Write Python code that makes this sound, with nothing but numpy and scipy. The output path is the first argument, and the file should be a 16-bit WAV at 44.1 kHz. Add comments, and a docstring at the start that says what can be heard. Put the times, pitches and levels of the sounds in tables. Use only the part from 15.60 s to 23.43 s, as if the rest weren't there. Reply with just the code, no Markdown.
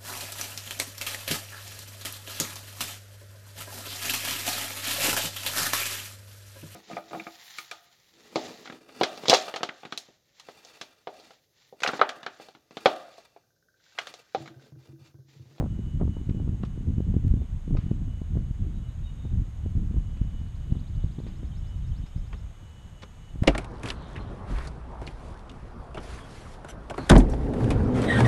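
"""Gusts rumble and buffet on a camera microphone, and single eddies pop on its port.
Some metres off on a grass field, ball contacts sound as noise slaps with a short modal ring and a thud.
A songbird runs through dipping, then rising notes, as swept sines; farther birds give short calls.
Behind it: outdoor hush and microphone hiss (shaped noise), a thin whine (wavering sine) and two dry clicks."""
import sys
import numpy as np
from scipy import signal
from scipy.fft import rfft, irfft, next_fast_len
from scipy.io import wavfile
from scipy.ndimage import uniform_filter1d, map_coordinates

SR = 44100
rng = np.random.default_rng(int(sys.argv[2]) if len(sys.argv) > 2 else 0)


def store_pcm(level_fs):
    """Save levels as 16-bit WAV."""
    pcm = np.round(np.clip(level_fs, -1, 1) * 32767).astype(np.int16)
    wavfile.write(sys.argv[1], SR, np.atleast_2d(pcm).T)


N = 345303

# Spectrum of distant trees and town: (frequency [Hz], relative density [dB])
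HUSH_SPECTRUM = [(100, 9), (400, 3.5), (700, 3), (1200, -0.5), (2000, -4.5), (2700, -6.5), (3300, -6),
                 (3800, -8.5), (4500, -15), (6000, -17), (10000, -36.5), (14000, -55)]
# Spectrum of microphone self-noise: (frequency [Hz], relative density [dB])
HISS_SPECTRUM = [(1000, -22), (5000, -31), (6100, -7.5), (6520, 4), (7000, -3.5), (9000, -7.5),
                 (10500, -17), (12000, -11.5), (13300, -20), (14200, -24.5)]
# Course of the whine: (time [s], level before trim [dB])
WHINE_COURSE = [(0.05, -81), (0.11, -67), (0.2, -73), (0.33, -65), (0.44, -81), (0.55, -66), (0.67, -74),
                (0.8, -68), (0.89, -79), (1.19, -71.5), (1.25, -79), (1.34, -72), (1.77, -79.5), (1.9, -74),
                (1.97, -82), (2.27, -70), (2.44, -82), (2.51, -67), (2.74, -76.5), (3.22, -76), (3.26, -67),
                (3.35, -80), (3.46, -77), (3.61, -79), (4.0, -77), (4.06, -69), (4.15, -82.5), (4.42, -73),
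                (4.82, -68), (4.95, -75), (5.15, -68), (5.27, -79), (5.4, -66), (5.48, -80), (5.78, -73),
                (5.85, -82), (6.15, -67.5), (6.21, -78), (6.47, -70.5), (6.58, -86), (6.8, -71), (6.9, -80),
                (7.05, -70), (7.2, -67), (7.31, -74), (7.42, -64), (7.53, -77), (7.7, -66), (7.75, -85),
                (7.79, -66)]
# Tiny dry clicks: (time [s], peak [dB])
TICK_EVENTS = [(0.538, -46), (1.681, -36.5)]
# Dipping song syllable: (share of length [0-1], nominal pitch [Hz], relative level [dB])
DIP_SYLLABLE = [(0, 4600, -10), (.09, 4300, -12), (.2, 3800, -1), (.35, 3350, 0), (.45, 3100, -8),
                (.55, 3200, -1), (.64, 3550, 4), (.74, 4050, 2), (.83, 4550, -4), (.92, 5000, -3),
                (1, 5050, -6)]
# Rising song syllable: (share of length [0-1], nominal pitch [Hz], relative level [dB])
RISING_SYLLABLE = [(0, 3250, -6), (.12, 3200, 2), (.22, 3000, -2), (.25, 3500, -7), (.33, 3650, 1),
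                   (.39, 3800, -6), (.46, 3550, 0), (.55, 3750, 3), (.61, 4100, -2), (.69, 4650, -7),
                   (.79, 5100, -4), (.88, 5330, -2.5), (.96, 5400, -5), (1, 5300, -11)]
# Run of dipping notes: (first note ends [s], notes [count], note spacing [s], note length [s])
DIP_NOTES = (4.489, 16, .0803, .066)
# Run of rising notes: (first note ends [s], notes [count], note spacing [s], note length [s])
RISING_NOTES = (5.789, 11, .1006, .08)
# Calls of farther birds: (time [s], length [s], start pitch [Hz], glide [Hz], level before flicker [dB],
# hoarseness [share of pitch])
FAR_CALLS = [(1.78, 0.078, 3550, 20.5, -72.5, 0.0028), (2.68, .04, 3780, -82, -73, .012),
             (3.134, .06, 3780, 0, -69, .015), (3.273, .055, 3830, -2, -66, 0.053),
             (3.428, 0.09, 3770, -60, -62.5, 0.0054), (3.454, 0.055, 2940, -40, -65, .006),
             (3.558, 0.17, 3700, -51, -67.5, 0.016), (4.36, 0.037, 3100, 0, -72, .006)]
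# Boot, glove and body contacts: (time [s], level [dB], brightness edge [Hz], slap t60 [s],
# thud re level [dB], ring re level [dB])
CONTACTS = [(0.696, -46, 4300, 0.021, 16, -12), (1.032, -47.5, 4050, 0.052, -5, -21),
            (1.0356, -33.5, 1680, 0.016, 22, -19), (1.049, -52, 6040, 0.07, 0, -9),
            (2.1694, -45, 4970, 0.055, 2, -1), (2.179, -57.5, 4400, 0.58, 0, -15),
            (4.569, -55.5, 4000, 0.058, 0, -11), (5.665, -56, 4300, 0.36, -6, -19),
            (6.462, -55.5, 6000, 0.099, 0, -12), (6.7292, -40.5, 3420, 0.044, 2, -9.5),
            (6.741, -51, 3400, 0.048, -5, -5), (7.421, -45, 6230, 0.083, -7, -20),
            (7.432, -40, 5360, 0.034, -23, -5), (7.435, -51.5, 1390, 0.027, 20, -10)]
# Modes of ball shell and trapped air: (nominal frequency [Hz], nominal relative level [dB], t60 [s])
BALL_MODES = [(412, 4, 0.082), (496, 0, 0.07), (750, -4, 0.035), (1010, 1, 0.045), (1208, 0, 0.066),
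              (1530, -16, 0.06), (1680, -15, 0.036), (2180, -18, 0.075)]
# Gusts at the port: (time [s], deep rumble [dB], buffeting before trim [dB])
GUSTS = [(0.0, -27, -19), (0.1, -33.5, -37.5), (0.19, -31.5, -31.5), (0.34, -34, -38), (0.44, -22.5, -25),
         (0.53, -31.5, -38.5), (0.69, -32, -29), (1.2, -31.5, -35), (1.4, -28.5, -28.5), (1.72, -24, -30),
         (1.81, -25.5, -29), (1.88, -37.5, -38), (1.93, -24, -34), (2.02, -37, -49), (2.13, -22, -26.5),
         (2.23, -35.5, -37.5), (2.33, -30, -29.5), (2.42, -29, -35.5), (2.68, -32, -42.5),
         (2.76, -25.5, -29), (2.95, -33.5, -43.5), (3.03, -29, -31), (3.31, -35.5, -45.5), (3.42, -30, -44),
         (3.58, -37, -43.5), (3.66, -32, -38.5), (3.79, -25, -31.5), (3.87, -35.5, -47),
         (4.12, -27.5, -33.0), (4.38, -25, -33), (4.43, -29, -36.5), (4.54, -33, -42.5), (4.66, -28, -34.5),
         (4.87, -34.5, -45), (5.03, -33, -45), (5.11, -33, -31.5), (5.27, -36, -40), (5.36, -26.5, -40),
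         (5.45, -28.5, -39), (5.53, -39, -39.5), (6.01, -29.5, -39.5), (6.11, -41.5, -58), (6.18, -32, -43),
         (6.32, -29, -42.5), (6.49, -41.5, -51.5), (6.56, -33.5, -44.5), (6.7, -34, -46),
         (6.87, -36.5, -50), (6.93, -44, -54), (7.04, -44.5, -52), (7.65, -45, -52.5), (7.83, -30.5, -39.5)]
# Spectrum of slow, large eddies: (frequency [Hz], relative density [dB])
RUMBLE_SPECTRUM = [(12, -28), (22, 5), (32, 8), (50, 3.5), (75, 5), (105, 1), (160, -11), (220, -43),
                   (350, -100)]
# Spectrum of buffeting: (frequency [Hz], relative density [dB])
BUFFET_SPECTRUM = [(50, -4.5), (100, -2.5), (150, 4.5), (220, -3.5), (320, -14.5), (450, -28.5), (650, -38),
                   (1000, -64), (2000, -110)]
# Strongest eddies: (time [s], level before trim [dB], half width [s], crackle [dB])
POP_EVENTS = [(0.01, -18.5, 0.0013, -35), (0.026, -19, 0.00072, -54), (0.042, -26.5, 0.00068, -44),
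              (0.063, -27, 0.00088, -46), (0.193, -20.5, 0.0017, -68), (0.402, -20, 0.0022, -50),
              (0.414, -13.5, 0.0012, -41), (0.419, -16, 0.0016, -46), (0.427, -25, 0.0013, -51),
              (0.433, -13.5, 0.0018, -56), (0.454, -15, 0.002, -60), (0.479, -16.5, 0.0019, -48.5),
              (0.569, -22.5, 0.0012, -51), (0.615, -20, 0.0024, -66), (0.694, -11.5, 0.0019, -64),
              (0.712, -15, 0.0021, -67), (0.748, -18.5, 0.0017, -66), (0.8, -24, 0.0014, -49.5),
              (0.878, -22.5, 0.0013, -51.5), (0.894, -16, 0.0022, -60), (0.948, -20.5, 0.002, -62),
              (1.383, -13.5, 0.0021, -57), (1.405, -14.5, 0.0014, -56), (1.542, -17, 0.0015, -50),
              (1.567, -7.5, 0.0019, -61), (1.649, -12, 0.0023, -61), (1.714, -10, 0.0047, -56),
              (1.74, -11.5, 0.0019, -58), (1.772, -29, 0.0016, -60), (1.82, -26, 0.0014, -52),
              (2.079, -20.5, 0.0016, -61), (2.109, -15.5, 0.002, -56), (2.152, -17.5, 0.0014, -46),
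              (2.189, -11.5, 0.0031, -52), (2.265, -16, 0.0026, -62), (2.315, -9.5, 0.0018, -54),
              (2.618, -18.5, 0.0019, -55), (2.755, -27, 0.0012, -60), (2.772, -18.5, 0.0013, -47.5),
              (2.911, -16, 0.0029, -68), (3.024, -12.5, 0.0037, -73), (3.653, -22.5, 0.0018, -53.5),
              (4.062, -19, 0.0016, -56), (4.154, -15.5, 0.0027, -66), (4.311, -19.5, 0.0022, -64),
              (4.367, -21, 0.0019, -55), (4.386, -11, 0.005, -68), (4.616, -11, 0.0026, -64),
              (4.815, -22.5, 0.0027, -66), (5.124, -7.5, 0.0028, -60), (5.155, -26, 0.0013, -50),
              (5.215, -22, 0.0027, -68), (5.44, -26, 0.0012, -68), (5.446, -10.5, 0.0034, -66),
              (5.587, -18, 0.0018, -51.5), (5.603, -25.5, 0.0011, -60), (5.667, -30.5, 0.00087, -67),
              (5.832, -27, 0.0013, -64), (6.44, -19.5, 0.003, -68), (6.563, -18, 0.0031, -67),
              (7.758, -26, 0.0017, -55), (7.824, -7.5, 0.0024, -66)]
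# Spectrum of an eddy tearing at the port's edge: (frequency [Hz], relative density [dB])
CRACKLE_SPECTRUM = [(250, -43), (600, 3.5), (1100, -6.5), (1600, -20.5), (2300, -31.5), (4000, -62),
                    (8000, -100)]


def amp(db):
    """Decibels to gain."""
    return 10 ** (np.asarray(db) / 20)


def unit(x):
    """Scale to rms 1."""
    return x / np.sqrt(np.mean(x ** 2) + 1e-20)


def curves(rows):
    """One value per sample for each column after the time."""
    time_s, *columns = np.transpose(rows)
    return [np.interp(np.arange(N) / SR, time_s, column) for column in columns]


def wobble(knots_per_s):
    """Smooth random curve of rms 1 through evenly spaced random knots."""
    knots = rng.standard_normal(int(N * knots_per_s / SR) + 4)
    return unit(map_coordinates(knots, [np.arange(N) * knots_per_s / SR]))


def filtered(x, response):
    """Multiply the spectrum of x by a response of frequency in Hz."""
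    size = next_fast_len(len(x) + 8192)
    spectrum = rfft(x, size) * response(np.fft.rfftfreq(size, 1 / SR))
    return irfft(spectrum, size)[:len(x)]


def noise(points):
    """Noise of rms 1, its spectrum interpolated in dB over log frequency."""
    point_hz, db = np.transpose(points)

    def response(hz):
        return amp(np.interp(np.log(hz + 1), np.log(point_hz + 1), db))

    return unit(filtered(rng.standard_normal(N), response))


def steady(x, size):
    """Even out slow swells over about size samples."""
    power = uniform_filter1d(uniform_filter1d(x * x, size), size)
    return x / np.sqrt(np.abs(power) + 1e-9)


def add(track, start_s, sound):
    """Mix a sound into the track, cropped at both ends."""
    start = round(start_s * SR)
    part = sound[max(-start, 0):max(N - start, 0)]
    track[max(start, 0):][:len(part)] += part


def hush_and_hiss(hush_db=-58.5, hiss_db=-71, rise_db=2):
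    """Shaped noise of outdoor air and microphone, both growing slowly by rise_db."""
    rise = rise_db * np.linspace(-.5, .5, N)
    hush = amp(hush_db + rise + 0.063 * wobble(4.6)) * noise(HUSH_SPECTRUM)
    hiss = amp(hiss_db + rise) * noise(HISS_SPECTRUM)
    return hush + hiss


def whine(center_hz=2952, waver_hz=3, trim_db=1, flutter_db=1.45):
    """Thin tone wavering in pitch; its level swells, fades and flutters."""
    phase = 2 * np.pi * np.cumsum(center_hz + waver_hz * wobble(25)) / SR
    level_db = curves(WHINE_COURSE)[0] + trim_db + flutter_db * wobble(25)
    return amp(level_db) * unit(np.sin(phase))


def ticks(decay_s=0.00014):
    """Exponential clicks, far too short to ring."""
    out, t = np.zeros(N), np.arange(256) / SR
    for time_s, peak_db in TICK_EVENTS:
        add(out, time_s, amp(peak_db) * np.exp(-t / decay_s))
    return out


def trill(syllable, run, crescendo_db, scatter_db=1.6, detune_share=.01, rasp_share=.007):
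    """One swept-sine syllable, roughened by quick pitch tremor, repeats evenly in a crescendo."""
    first_end_s, notes, spacing_s, length_s = run
    share, pitch_hz, shape_db = np.transpose(syllable)
    out, u = np.zeros(N), np.linspace(0, 1, int(length_s * SR))
    rasp = rasp_share * wobble(600)
    for k, note_db in enumerate(np.linspace(*crescendo_db, notes)):
        start_s = first_end_s + k * spacing_s - length_s
        detune, scatter = rng.standard_normal(2)
        tremor = rasp[int(start_s * SR):][:len(u)]
        hz = np.interp(u, share, pitch_hz) * (1 + detune_share * detune + tremor)
        level = amp(note_db + scatter_db * scatter + np.interp(u, share, shape_db))
        tone = np.sin(2 * np.pi * np.cumsum(hz) / SR)
        add(out, start_s, level * signal.windows.tukey(len(u), .12) * tone)
    return out


def far_calls():
    """Short gliding sines; random pitch tremor makes some hoarse."""
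    out, rasp = np.zeros(N), wobble(500)
    for time_s, length_s, start_hz, glide_hz, db, hoarse in FAR_CALLS:
        size = int(length_s * SR)
        tremor = 1 + hoarse * rasp[int(time_s * SR):][:size]
        hz = (start_hz + np.linspace(0, glide_hz, size)) * tremor
        tone = np.sin(2 * np.pi * np.cumsum(hz) / SR)
        add(out, time_s, amp(db) * signal.windows.tukey(size, .3) * tone)
    return out


def birds(flicker_db=1.4, flicker_knots_per_s=120):
    """A dipping run, a slower rising run and farther calls, roughened in level by moving air."""
    dips = trill(DIP_SYLLABLE, DIP_NOTES, crescendo_db=(-77, -63.5))
    rises = trill(RISING_SYLLABLE, RISING_NOTES, crescendo_db=(-68, -65.5))
    return (dips + rises + far_calls()) * amp(flicker_db * wobble(flicker_knots_per_s))


def trees(x, t60_s):
    """Diffuse scatter from the tree line: convolution with decaying noise of unit energy."""
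    t = np.arange(SR // 2) / SR
    tail = rng.standard_normal(len(t)) * amp(-60 * t / t60_s)
    return signal.fftconvolve(x, tail / np.linalg.norm(tail))[:N]


def slap_noise(size, edge_hz):
    """Contact noise of rms 1: weak bass, falling treble, steep roll-off above edge_hz."""
    def response(hz):
        bass_cut = hz / (hz + 300)
        return bass_cut / np.hypot(1, hz / 2000) / np.hypot(1, (hz / edge_hz) ** 4)

    return unit(filtered(rng.standard_normal(size), response))


def ball_ring(t, scatter_db=3, detune_share=.02):
    """Decaying modes, scattered because each contact strikes a different spot."""
    ring = np.zeros(len(t))
    for mode_hz, mode_db, t60_s in BALL_MODES:
        level = amp(mode_db + rng.normal(0, scatter_db) - 60 * t / t60_s)
        hz = mode_hz * rng.normal(1, detune_share)
        ring += level * np.sin(2 * np.pi * (hz * t + rng.uniform()))
    return ring


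def hits(thud_hz=170, thud_t60_s=0.024, attack_s=0.00037):
    """Each contact sums a noise slap, a short ball ring and a soft low thud."""
    out, t = np.zeros(N), np.arange(SR // 3) / SR
    onset = 1 - np.exp(-t / attack_s)
    for time_s, db, edge_hz, slap_t60_s, thud_db, ring_db in CONTACTS:
        slap = slap_noise(len(t), edge_hz) * amp(-60 * t / slap_t60_s)
        ring = amp(ring_db) * ball_ring(t)
        thud = amp(thud_db - 60 * t / thud_t60_s) * np.sin(2 * np.pi * thud_hz * t)
        add(out, time_s, amp(db) * onset * (slap + ring + thud))
    return out


def eddy(half_width_s, turn_rad):
    """Pressure pulse of a vortex passing the port; the narrower it is, the higher it reaches."""
    t = np.arange(-1536, 1536) / SR
    pulse = np.exp(1j * turn_rad) / (1 - 1j * t / half_width_s) ** 2
    return np.real(pulse) * np.hanning(len(t))


def flutter(buffet_db, base_db=-33, growth=1.26, spread_db=4, half_width_s=0.002):
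    """400 small eddies at random times, stronger in gusts; broader ones are stronger."""
    out = np.zeros(N)
    for when, turn, rarity, breadth in rng.uniform(size=(400, 4)):
        at, scale = int(when * (N - 1)), 2 ** (breadth - .5)
        # most are weak, a few strong
        db = base_db + growth * (buffet_db[at] + 30) - spread_db * np.log(rarity + 0.011)
        pulse = eddy(half_width_s * scale, 2 * np.pi * turn)
        add(out, (at - len(pulse) / 2) / SR, amp(db) * scale * pulse)
    return out


def wind(buffet_trim_db=-2, lumps_db=4, surges_db=0.5):
    """Deep rumble and lumpy buffeting follow the gusts, with small eddies fluttering on top."""
    rumble_db, buffet_db = curves(GUSTS)
    lumps = lumps_db * wobble(35)  # turbulence swells both layers together, the rumble half as much in dB
    surges = surges_db * wobble(11)  # large eddies roll through each gust
    rumble = unit(amp(lumps / 2) * steady(noise(RUMBLE_SPECTRUM), size=3000))
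    buffet = unit(amp(lumps) * steady(noise(BUFFET_SPECTRUM), size=1500))
    rumble *= amp(rumble_db + surges)
    buffet *= amp(buffet_db + surges + buffet_trim_db)
    return rumble + buffet + flutter(buffet_db)


def pops(trim_db=-0.5, crackle_width_s=0.0038):
    """Strong eddies strike the port at random angles; each tears with a brief noise crackle."""
    out, tearing = np.zeros(N), np.zeros(N)
    turns_rad = rng.uniform(0, 2 * np.pi, len(POP_EVENTS))
    for (time_s, db, half_width_s, crackle_db), turn_rad in zip(POP_EVENTS, turns_rad):
        pulse = eddy(half_width_s, turn_rad)
        t = (np.arange(len(pulse)) - len(pulse) / 2) / SR
        add(out, time_s + t[0], amp(db + trim_db) * pulse)
        add(tearing, time_s + t[0], amp(crackle_db) * np.exp(-.5 * (t / crackle_width_s) ** 2))
    return out + tearing * noise(CRACKLE_SPECTRUM)


def scene():
    """Wind on the port in front; play and birds, each with its tree echo, out on the field."""
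    background = hush_and_hiss() + whine() + ticks()
    song, play = birds(), hits()
    song_echo = amp(-3.5) * trees(song, t60_s=.28)
    play_echo = amp(-22.5) * trees(play, t60_s=.24)
    field = song + song_echo + play + play_echo
    return (background + field + wind() + pops())[None]


def record(dry, bass_hz=16, top_hz=14200):
    """The camera drops the deepest bass and everything above its band limit."""
    def response(hz):
        return (hz < top_hz) * hz ** 2 / np.hypot(hz ** 2, bass_hz ** 2)

    return filtered(dry[0], response)[None]


dry = scene()
out = record(dry)
store_pcm(out)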